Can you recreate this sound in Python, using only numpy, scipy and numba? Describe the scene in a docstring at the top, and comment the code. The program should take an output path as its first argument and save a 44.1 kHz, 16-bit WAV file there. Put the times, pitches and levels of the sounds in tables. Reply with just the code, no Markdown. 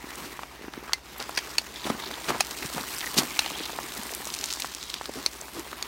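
"""A gravel track with dry grass beside it, in the open: a man drags a cut, twiggy branch along, a few metres away.
Dense filtered clicks make stones roll and twig tips scrape; loose flicks and skids crackle over them.
Damped sine swings knock and tick, noise under bell curves gives crunching boots, bursts of wood modes snap.
Shaped noise and wavering low tones lay faint open air and a distant drone underneath."""
import sys
import numpy as np
from scipy import signal
from scipy.fft import rfft, irfft, next_fast_len
from scipy.io import wavfile
from scipy.ndimage import uniform_filter1d
from numba import njit

SR = 44100
rng = np.random.default_rng(int(sys.argv[2]) if len(sys.argv) > 2 else 0)


def generate_wav(sig):
    """Save sig (samples, or channels by samples) to the path in sys.argv[1] as 16-bit PCM at SR."""
    pcm = np.round(np.clip(np.atleast_2d(sig).T, -1, 1) * 32767).astype(np.int16)
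    wavfile.write(sys.argv[1], SR, pcm)


N = 258911  # length in samples

# The drag before its lurches: start_s, stones_db, twig_tips_db, dry_rustle_db
DRAG_LEVELS = [(0.0, -44.5, -56, -68), (0.2, -41.5, -50, -53), (0.45, -47.5, -58.5, -64),
               (0.68, -48, -71, -81), (0.88, -45.5, -55, -77), (1.0, -52, -59.5, -72),
               (1.15, -44, -54, -70), (1.55, -42.5, -46, -57), (1.67, -45.5, -48.5, -76),
               (2.03, -39.5, -48, -63), (2.5, -42.5, -42.5, -51), (3.05, -40, -41, -43.5),
               (3.65, -41.5, -44, -52.5), (4.2, -41, -45.5, -47.5), (4.5, -45, -41, -53),
               (5.0, -48, -47.5, -66), (5.5, -46.5, -50.5, -52), (5.87, -42, -52, -58)]
# Distant drone: pitch_hz, level_db
DRONE_TONES = [(54.8, -59), (66.9, -60.5), (134, -64), (147.3, -76)]
# Branch ends and stones knocking on the ground: start_s, level_db (peak of the blow), pitch_hz
KNOCKS = [(.041, -28.5, 288), (0.392, -21, 1040), (.4335, -20, 990), (.593, -37, 420), (.612, -32.5, 360),
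          (0.6422, -28.5, 336), (0.6498, -28, 1290), (0.681, -25.5, 318), (0.683, -31, 1290),
          (0.739, -26, 1110), (0.776, -26, 283), (0.827, -33, 400), (.881, -30, 1300), (.895, -24.5, 1230),
          (.9225, -24, 1700), (1.2937, -19, 890), (1.378, -28, 400), (1.854, -23, 294), (1.8655, -25, 1200),
          (1.868, -24, 420), (1.9007, -15, 805), (1.9015, -16, 270), (2.1105, -23, 1700), (2.177, -34, 900),
          (2.2985, -22, 850), (2.303, -16, 1600), (2.3052, -14.5, 900), (2.321, -22, 850),
          (2.338, -29, 1600), (2.349, -28, 930), (2.353, -26, 800), (2.643, -31, 350), (2.649, -25, 132),
          (2.773, -25.5, 650), (2.7806, -17, 1150), (2.8375, -22, 1400), (3.033, -23, 1500),
          (3.1674, -23, 750), (3.169, -20, 266), (3.2328, -26, 687), (3.463, -24, 890), (3.506, -26.5, 790),
          (3.601, -31, 398), (3.607, -25.5, 325), (3.696, -21.5, 1190), (3.7878, -15.5, 910),
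          (4.269, -28, 600), (4.572, -27, 980), (4.6457, -17.5, 1070), (5.012, -19.5, 970),
          (5.057, -25, 1500), (5.094, -23, 520), (5.2625, -28.5, 377), (5.483, -30.5, 1480),
          (5.730, -21, 1330)]
# Thin twigs breaking or whipping back: swing_middle_s, level_db (peak of the swing), pitch_hz
TICKS = [(.1565, -21.5, 6800), (.374, -29, 2190), (0.434, -26, 2600), (.7368, -26.5, 3380),
         (1.2015, -24.5, 2600), (1.2259, -17, 4700), (1.294, -25, 11000), (2.1136, -25, 3500),
         (2.29, -19, 2400), (2.5108, -16, 5070), (2.6614, -17.5, 5600), (2.735, -24, 3770),
         (3.0076, -15.5, 3800), (3.06, -18, 7000), (3.0656, -20, 4470), (3.188, -7, 5800),
         (3.234, -17, 4970), (3.3068, -20.5, 4940), (3.5105, -23, 3400), (3.6052, -22.5, 1990),
         (3.6622, -26, 3900), (3.9508, -23, 8000), (3.9775, -19.5, 10000), (4.0343, -17.5, 8800),
         (4.0687, -23, 8000), (4.094, -24, 2200), (4.1175, -20, 9000), (4.1376, -18, 4960),
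         (4.1497, -12, 10000), (4.2544, -17, 6000), (4.2731, -15.5, 6140), (4.303, -18.5, 4200),
         (4.34, -12.5, 4600), (4.3495, -14.5, 5800), (4.389, -16, 5300), (4.4117, -15.5, 5100),
         (4.441, -8.5, 5070), (4.4588, -14.5, 6840), (4.486, -23, 5500), (4.5026, -19, 4530),
         (4.5055, -15, 3800), (4.511, -16.5, 4500), (4.519, -21, 5000), (4.527, -13, 5000),
         (4.5374, -14, 6540), (4.603, -15, 8000), (4.6216, -11.5, 4170), (4.749, -14.5, 5640),
         (4.8288, -18.5, 3970), (4.9012, -16.5, 4230), (4.9414, -11, 3760), (5.0573, -17.5, 3850),
         (5.5956, -18.5, 7150)]
# Boots and heavy boughs ploughing the ground: middle_s, half_length_s, thud_db, crunch_db, grit_db
SCUFFS = [(0.25, 0.024, -40, -62, -45.5), (1.213, 0.012, -44, -37.5, -42), (1.872, 0.016, -38, -38, -37),
          (1.902, 0.0049, -29.5, -42, -35), (2.297, 0.01, -31, -29, -31), (2.35, 0.0078, -40, -41.5, -53),
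          (2.79, 0.033, -42, -42, -62), (3.187, 0.011, -29.5, -33.5, -19), (3.214, 0.01, -45, -41, -41),
          (5.182, 0.029, -42.5, -47.5, -43), (5.575, 0.026, -42.5, -47, -44)]
# Heavy boughs and heels bumping on soft ground: middle_s, level_db, pitch_hz, half_length_s
BUMPS = [(.27, -42.5, 260, 0.012), (1.913, -33, 288, 0.0021), (1.9495, -31.5, 280, .002),
         (2.295, -26.5, 400, 0.0023), (2.314, -28, 336, .004), (2.749, -33, 260, 0.0026),
         (2.766, -32, 230, 0.0032), (2.812, -32, 290, 0.0041), (3.182, -26.5, 220, 0.00405),
         (3.192, -28, 300, 0.0039), (3.223, -36, 230, 0.0041), (3.239, -34, 262, 0.0048),
         (3.995, -35.5, 215, 0.0058), (5.093, -37, 420, 0.0051), (5.165, -40, 440, .009),
         (5.184, -38, 250, 0.0076), (5.574, -36, 345, 0.0066), (5.595, -33, 320, .008)]
# A stiff twig digs in and scrapes: start_s, length_s, first_pitch_hz, last_pitch_hz, level_db
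SCRAPES = [(0.78, 0.21, 1300, 1410, -51), (1.736, 0.11, 3900, 3730, -40.5), (1.98, 0.19, 3650, 3780, -45),
           (3.28, 0.4, 2120, 3800, -42.5), (4.784, 0.23, 3920, 3600, -45)]
# Sticks snapping, each with its own length and thickness:
#   start_s, level_db (before the burst's own strength), tear_s, knock_db (relative to level_db),
#   low_mode_hz, low_mode_db, main_mode_hz, high_mode_hz, high_mode_db, fibres_db (mode and fibre dB over main mode)
SNAPS = [(0.9332, -12, 0.002, -14, 2030, -14, 4410, 6380, -9, -1.5),
         (1.3741, -20, 0.0013, -20, 2420, -6, 5000, 5730, -8, 8),
         (1.3755, -19.5, 0.006, -10, 1650, -3, 2250, 4530, -6, 0),
         (1.387, -27, 0.0054, -8, 1900, -2, 3200, 4900, -8, 4),
         (1.5825, -11.5, 0.0028, -12.5, 2610, -5.5, 4440, 6740, -10, -3),
         (2.2844, -30, 0.0039, -4, 1500, 3, 2500, 4450, -3, 2),
         (2.401, -28, 0.0043, -12, 1960, -2, 3100, 5100, -6, -4),
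         (2.4061, -14, 0.004, -1, 2570, 5.5, 5100, 6360, 2.5, 9.5),
         (3.1775, -22, 0.0022, -4, 2500, -8, 4800, 5600, 0, -3),
         (3.391, -12.5, 0.0038, -8.5, 2690, -3, 4130, 6200, -8, 1),
         (3.4605, -25.5, 0.0031, -7, 2920, 3, 4070, 5810, -8, -4),
         (4.599, -28, 0.0025, -7, 2320, 6, 4370, 5670, 2, 6),
         (5.262, -11, 0.0018, -27, 2620, -8.5, 4390, 6100, -4, -5),
         (5.8256, -20.5, .0018, -18, 2400, -8, 4430, 6560, -2, -2)]
# A stick left ringing after it snaps: start_s, pitch_hz, level_db, t60_s
RINGING_STICK = (.934, 2083, -26.5, .07)
# A twig skids over a stone with a short rasp: middle_s, level_db, pitch_hz, half_length_s
RASPS = [(1.183, -39, 12600, 0.0028), (1.2025, -28.5, 4800, .001), (1.223, -39, 4700, .001),
         (1.2405, -36, 5200, 0.00081), (1.311, -44, 4950, .002), (1.3512, -33, 5340, .001),
         (1.363, -33, 5200, .0015), (1.845, -33, 3580, 0.0035), (2.001, -33.5, 3530, 0.0013),
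         (2.025, -35, 3500, 0.0022), (2.039, -37, 3770, 0.0026), (2.062, -35, 4140, 0.0026),
         (2.1405, -30.5, 3480, 0.0015), (2.244, -37, 3540, 0.0013), (2.627, -29.5, 1980, 0.0019),
         (2.943, -39, 4200, 0.0024), (2.966, -33, 5000, .002), (2.989, -30, 9100, .001),
         (3.014, -29.5, 3880, 0.0016), (3.0285, -32, 1960, 0.0017), (3.043, -28, 1890, .002),
         (3.0705, -28.5, 1880, 0.0021), (3.424, -35, 2600, .002), (3.553, -34.5, 3250, 0.004),
         (3.586, -36, 3600, 0.0015), (3.593, -30, 3200, .0012), (3.635, -36, 3600, 0.0025),
         (3.659, -31.5, 3820, 0.0029), (4.9415, -31.5, 3450, 0.001), (5.4135, -29.5, 6800, 0.00098)]

# Colours, the relative spectra of each noise: freq_hz, level_db
GRAVEL_COLOUR = [(40, -23), (110, -6), (200, 1.5), (370, 6.5), (560, -5), (1000, 3), (1500, -2), (2000, 0),
                 (4000, -8.5), (9000, -15.5)]
TWIG_COLOUR = [(300, -22), (1200, 2), (2200, -2.5), (4000, 4.5), (6000, 1.5), (8000, -2), (10000, -11.5),
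               (16000, -10.5)]
RUSTLE_COLOUR = [(1500, -27), (5000, -56), (8200, 10), (10500, 6.5), (13000, 8.5), (16000, 4.5)]
AIR_COLOUR = [(20, -10), (50, 0), (80, 7.5), (140, -12), (330, -12), (600, 5.5), (1100, 0), (2500, -7),
              (6000, -5), (16000, -48)]
THUD_COLOUR = [(40, -29), (100, -4.5), (170, -0.5), (240, 5.5), (340, 3.5), (550, -7), (1200, -5),
               (4000, -51)]
CRUNCH_COLOUR = [(150, -52), (450, -23), (780, -14), (1700, -16), (3000, -24), (9000, -49)]
GRIT_COLOUR = [(600, -55), (2000, -1), (4500, 5.5), (7500, -0.5), (11000, -3.5), (16000, -11.5)]
SPLINTER_COLOUR = [(30, -48), (200, -10), (800, -3), (1400, -1), (2500, 5), (3250, -3), (4500, 8.5),
                   (6600, -0.5), (7600, -10), (8800, -1.5), (10500, -9), (16000, -16)]

# The branch catches and slips: smoothing time, level swing and flick rate swing
LURCH_S, LURCH_DB, LURCH_FLICKS_DB = 0.012, 0.8, 5
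# The crown is pulled through the tall grass of the verge, a bell curve in time
VERGE_MIDDLE_S, VERGE_HALF_S = 4.45, 0.74
# Twigs spring free: everywhere, and what the verge adds at its middle; dB over the twig tips
FLICKS_PER_S, VERGE_EXTRA_FLICKS_PER_S = 65, 110
FLICK_DB, VERGE_EXTRA_FLICK_DB = 7, 4
# Faint rasps all along the drag: dB over the twig tips, usual pitch and half length
SKIDS_PER_S, SKID_DB, SKID_HZ, SKID_HALF_S = 75, 2.5, 4500, 0.0008
# Loose stones knock together: dB over the rolling stones, usual pitch
PEBBLES_PER_S, PEBBLE_DB, PEBBLE_HZ = 45, 5, 1200
# The quiver after a twig's click: level under the swing's peak, decay
QUIVER_DB, QUIVER_S = -17, 0.0029
# Stones roll on after a scuff: level under its thud and crunch, decay
SPILL_DB, SPILL_S = -5.5, 0.047
# Stones squeezed out from under a scuff: rate at full weight, dB over the crunch, usual pitch
STONES_PER_S, STONE_DB, STONE_HZ = 300, 7, 1100
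SCRAPE_FADE_S = 0.043  # a scraping twig bites and lets go in this time
# Resonance widths as a share of the pitch
BUMP_WIDTH, SCRAPE_WIDTH, STICK_WIDTH, RASP_WIDTH = 0.15, 0.55, 0.028, 0.18
# A snapping stick: octave of its main mode (dB over that mode), attack
OCTAVE_DB, SNAP_ATTACK_S = -15, 0.00025
TOP_HZ = 15800


def undb(db):
    """Decibels to gain."""
    return 10 ** (np.asarray(db) / 20)


def unit(x):
    """Scale to rms 1."""
    return x / np.sqrt(np.mean(x ** 2))


def curves(table):
    """Draw each column of a timed table as a curve, sample by sample."""
    s, *columns = np.transpose(table)
    return [np.interp(np.arange(N) / SR, s, column) for column in columns]


def colour(x, points):
    """Filter by a spectrum of (freq_hz, level_db) points; rms 1."""
    point_hz, point_db = np.transpose(points)
    size = next_fast_len(len(x))
    freq_hz = np.maximum(np.fft.rfftfreq(size, 1 / SR), 1)
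    gain = undb(np.interp(np.log(freq_hz), np.log(point_hz), point_db))
    return unit(irfft(rfft(x, size) * gain, size)[:len(x)])


def add(out, s, x):
    """Mix x into out from time s on."""
    i = int(s * SR)
    out[i:i + len(x)] += x[:N - i]


def low_cut(x, hz):
    """Small things radiate no bass."""
    return signal.sosfilt(signal.butter(2, hz, "high", fs=SR, output="sos"), x)


def mode(t, hz, width_hz):
    """A resonance whose randomly wandering phase widens its line; rms 1."""
    wander = np.cumsum(rng.standard_normal(len(t))) * np.sqrt(2 * np.pi * width_hz / SR)
    return np.sqrt(2) * np.sin(2 * np.pi * hz * t + wander)


@njit
def resonate(x, hz, width):
    """Band-pass with a moving centre; width is a share of the centre."""
    y, band, low = np.empty(len(x)), 0., 0.
    for i in range(len(x)):
        g = np.tan(np.pi * hz[i] / SR)
        v = (band + g * (x[i] - low)) / (1 + g * (g + width))
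        band, low, y[i] = 2 * v - band, low + 2 * g * v, width * v
    return y


def band_noise(size, hz, width):
    """Noise in one resonance; rms 1."""
    return unit(resonate(rng.standard_normal(size), np.full(size, float(hz)), float(width)))


def contacts(rate, spread_db):
    """Impulses of random contacts per second, mostly tiny with a few big ones."""
    most_db = 28
    chance, draw, sign = rng.random(N), rng.exponential(size=N), rng.choice([-1, 1], N)
    force = undb(most_db * np.tanh(spread_db * draw / most_db))
    return (chance < rate / SR) * sign * force


def scatter(x, tail_s, tail_db):
    """Each contact lies elsewhere, so ground and brush throw back a different short tail for each."""
    keep = np.exp(-2 / (tail_s * SR))
    energy = signal.lfilter([1 - keep], [1, -keep], x ** 2)
    return x + undb(tail_db) * np.sqrt(energy) * rng.standard_normal(N)


def even(x):
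    """Take out the slow swell of a stream of grains, leaving its crackle."""
    return x / np.sqrt(uniform_filter1d(x ** 2, size=SR // 8) + 1e-12)


def click(hz):
    """One brittle swing of about a cycle, peak 1, its middle crossing zero 1/hz seconds in, with a faint quiver."""
    t = np.arange(SR // 70) / SR
    turns = hz * t - 1
    swing = np.sin(2 * np.pi * turns) * np.exp(-np.abs(turns) / 0.3)
    quiver = band_noise(len(t), hz, 1.0) * np.exp(-t / QUIVER_S)
    return swing / np.abs(swing).max() + undb(QUIVER_DB) * quiver


def shower(rate, db, hz):
    """Clicks at random moments, each with its own pitch and force; the thinner, the higher and lighter."""
    out = np.zeros(N)
    chance, thinness, force = rng.random(N), rng.standard_normal(N), rng.standard_normal(N)
    for i in np.flatnonzero(chance < rate / SR):
        pitch_hz = min(hz * np.exp(0.36 * thinness[i]), 12000)
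        level_db = db[i] + 5 * np.tanh(force[i]) - thinness[i]
        add(out, i / SR, undb(level_db) * click(pitch_hz))
    return out


def rub(hz, half_s, width):
    """A resonance that swells and dies while a contact lasts, loudest in the middle."""
    reach_s = 3 * half_s
    t = np.arange(-reach_s, reach_s, 1 / SR)
    return mode(t, hz, width * hz) * np.exp(-0.5 * (t / half_s) ** 2)


def rubs(table, width):
    """One swelling resonance for each row, centred on its time."""
    out = np.zeros(N)
    for middle_s, db, hz, half_s in table:
        sound = rub(hz, half_s, width)
        start_s = max(middle_s - len(sound) / SR / 2, 0)
        add(out, start_s, undb(db) * sound)
    return out


def lurches():
    """The uneven pull as the branch catches and slips: twice-smoothed noise, spread 1."""
    size = int(LURCH_S * SR)
    return unit(uniform_filter1d(uniform_filter1d(rng.standard_normal(N), size=size), size=size))


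def bunching(lurch):
    """How many times more or fewer flicks and skids a lurch brings."""
    return undb(LURCH_FLICKS_DB * np.tanh(lurch))


def gravel(db):
    """Stones roll and grind under the boughs: dense dull clicks."""
    stones = scatter(contacts(rate=2500, spread_db=3.5), tail_s=0.0054, tail_db=1.0)
    return even(colour(stones, GRAVEL_COLOUR)) * undb(db)


def twigs(twig_db, rustle_db):
    """Countless twig tips brush the ground; each touch is a woody click with a bright dry edge."""
    touches = scatter(contacts(rate=1700, spread_db=4.2), tail_s=0.002, tail_db=-7)
    husks = contacts(rate=2500, spread_db=3.4)
    wood = even(colour(touches, TWIG_COLOUR))
    edge = even(colour(unit(touches) + unit(husks), RUSTLE_COLOUR))
    return wood * undb(twig_db) + edge * undb(rustle_db)


def shifting(x, patchy_db):
    """Ever different twigs and stones bear on the ground, so small resonances come and go in the scraping."""
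    spectra = signal.stft(x, nperseg=512)[2]
    patches = uniform_filter1d(rng.standard_normal(spectra.shape), size=5, axis=0)  # across pitch
    patches = uniform_filter1d(patches, size=6, axis=1)  # across time
    return signal.istft(spectra * undb(patchy_db * unit(patches)))[1][:N]


def flicks(twig_db, lurch):
    """Twigs hook and spring free in bunches of dry ticks, more often and harder in tall grass."""
    in_verge = np.exp(-0.5 * ((np.arange(N) / SR - VERGE_MIDDLE_S) / VERGE_HALF_S) ** 2)
    rate = (FLICKS_PER_S + VERGE_EXTRA_FLICKS_PER_S * in_verge) * bunching(lurch)
    return shower(rate, twig_db + FLICK_DB + VERGE_EXTRA_FLICK_DB * in_verge, hz=6460)


def skids(twig_db, lurch):
    """Twigs skid over stones in bunches, each rasp with its own pitch, force and length."""
    at = np.flatnonzero(rng.random(N) < SKIDS_PER_S * bunching(lurch) / SR)
    thinness, force, length = np.tanh(rng.standard_normal((len(at), 3))).T
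    level_db = twig_db[at] + SKID_DB + 4 * force
    rows = zip(at / SR, level_db, SKID_HZ * 2 ** thinness, SKID_HALF_S * 2 ** length)
    return rubs(rows, RASP_WIDTH)


def pebbles(gravel_db):
    """Loose stones knock together at random as single clicks over the rolling."""
    return shower(PEBBLES_PER_S, gravel_db + PEBBLE_DB, PEBBLE_HZ)


def distance():
    """Still open air as shaped noise, and a low beating drone of wavering tones, as of engines idling far off."""
    t = np.arange(N) / SR
    drone = sum(undb(db) * mode(t, hz, width_hz=0.59) for hz, db in DRONE_TONES)
    return drone + undb(-54.5) * colour(rng.standard_normal(N), AIR_COLOUR)


def knocks():
    """The ground damps a knock within two cycles; loosened grit rattles with it."""
    out, t = np.zeros(N), np.arange(SR // 25) / SR
    for s, db, hz in KNOCKS:
        turns = hz * t
        blow = np.sin(2 * np.pi * turns) * turns * np.exp(-turns / 0.36)
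        rattle = colour(rng.standard_normal(len(t)), CRUNCH_COLOUR) * np.exp(-t / 0.0038)
        add(out, s, undb(db) * (blow / np.abs(blow).max() + undb(-14) * rattle))
    return low_cut(out, 157)


def ticks():
    """Single twigs stand out from the crackle, each one brittle click."""
    out = np.zeros(N)
    for middle_s, db, hz in TICKS:
        add(out, middle_s - 1 / hz, undb(db) * click(hz))
    return out


def scuffs():
    """Weight comes down and slides: the soil thuds, stones crunch, knock and roll on, and grit sprays."""
    middle_s, half_s, thud_db, crunch_db, grit_db = np.transpose(SCUFFS)
    since = np.arange(N) / SR - middle_s[:, None]
    pressure = np.exp(-0.5 * (since / half_s[:, None]) ** 2)
    spill = undb(SPILL_DB) * (since > 0) * np.exp(-np.abs(since) / SPILL_S)
    rolling = np.maximum(pressure, spill)
    soil, stones, grit = (contacts(rate=3000, spread_db=2.0) for _ in range(3))
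    squeezed = shower(STONES_PER_S * rolling.max(axis=0), np.full(N, STONE_DB), STONE_HZ)
    thud = undb(thud_db) @ rolling * colour(soil, THUD_COLOUR)
    crunch = undb(crunch_db) @ rolling * (colour(stones, CRUNCH_COLOUR) + squeezed)
    spray = undb(grit_db) @ pressure * colour(grit, GRIT_COLOUR)
    return thud + crunch + spray


def bumps():
    """Boughs and heels press on soft ground, which answers with a short low swell."""
    return low_cut(rubs(BUMPS, BUMP_WIDTH), 150)


def scrape():
    """A stiff twig sticks and slips over the ground; its pitch glides as its free length changes."""
    out = np.zeros(N)
    slips = scatter(contacts(rate=900, spread_db=4.5), tail_s=0.0015, tail_db=-6)
    for s, length_s, first_hz, last_hz, db in SCRAPES:
        stroke = slips[int(s * SR):int((s + length_s) * SR)]
        t = np.arange(len(stroke)) / SR
        hz = np.geomspace(first_hz, last_hz, len(t))
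        bite = np.clip(np.minimum(t, length_s - t) / SCRAPE_FADE_S, 0, 1)
        ring = resonate(resonate(stroke, hz, SCRAPE_WIDTH), hz, SCRAPE_WIDTH)
        add(out, s, undb(db) * bite * even(ring))
    return out


def snaps():
    """Fibres give way in a burst of a few milliseconds that rings the stick and jolts the branch."""
    out, t = np.zeros(N), np.arange(SR // 12) / SR
    for s, db, tear_s, knock_db, low_hz, low_db, main_hz, high_hz, high_db, fibre_db in SNAPS:
        onset = np.minimum(t / SNAP_ATTACK_S, 1)
        burst = onset * (np.exp(-(t / tear_s) ** 2) + 0.22 * np.exp(-t / (2.3 * tear_s)))
        modes = [(low_hz, low_db), (main_hz, 0), (high_hz, high_db), (2 * main_hz, OCTAVE_DB)]
        stick = sum(undb(mode_db) * mode(t, hz, STICK_WIDTH * hz) for hz, mode_db in modes)
        fibres = colour(rng.standard_normal(len(t)), SPLINTER_COLOUR)
        crack = unit((stick + undb(fibre_db) * fibres) * burst)
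        jolt = undb(knock_db) * onset * mode(t, 850, 90) * np.exp(-t / (tear_s * 0.78))
        echo = undb(-25) * fibres * np.exp(-t / 0.017)  # thrown back by ground and bushes
        add(out, s, undb(db) * (crack * burst.std() + jolt + echo))
    return low_cut(out, 480)


def ringing_stick():
    """One rough note dies away after a snap."""
    out, t = np.zeros(N), np.arange(SR // 5) / SR
    s, hz, db, t60_s = RINGING_STICK
    add(out, s, undb(db - 60 * t / t60_s) * mode(t, hz, width_hz=35))
    return out


def rasps():
    """Single twigs skid over a stone, each a short swell of one rough resonance."""
    return rubs(RASPS, RASP_WIDTH)


def scene():
    """The drag and its single blows in the open."""
    gravel_db, twig_db, rustle_db = curves(DRAG_LEVELS)
    lurch = lurches()
    drag = shifting(gravel(gravel_db) + twigs(twig_db, rustle_db) + scrape(), patchy_db=1.8)
    crackle = flicks(twig_db, lurch) + skids(twig_db, lurch) + pebbles(gravel_db)
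    blows = knocks() + ticks() + snaps() + ringing_stick()
    rubbing = bumps() + rasps()
    return (drag * undb(LURCH_DB * lurch) + crackle + blows + rubbing + scuffs() + distance())[None]


def record(dry):
    """The camera rounds the loudest cracks by soft saturation and cuts the top with a steep low-pass."""
    ceiling = 1.1
    rounded = ceiling * np.tanh(dry / ceiling)
    return signal.sosfilt(signal.ellip(10, 0.2, 70, TOP_HZ, fs=SR, output="sos"), rounded)


dry = scene()
out = record(dry)
generate_wav(out)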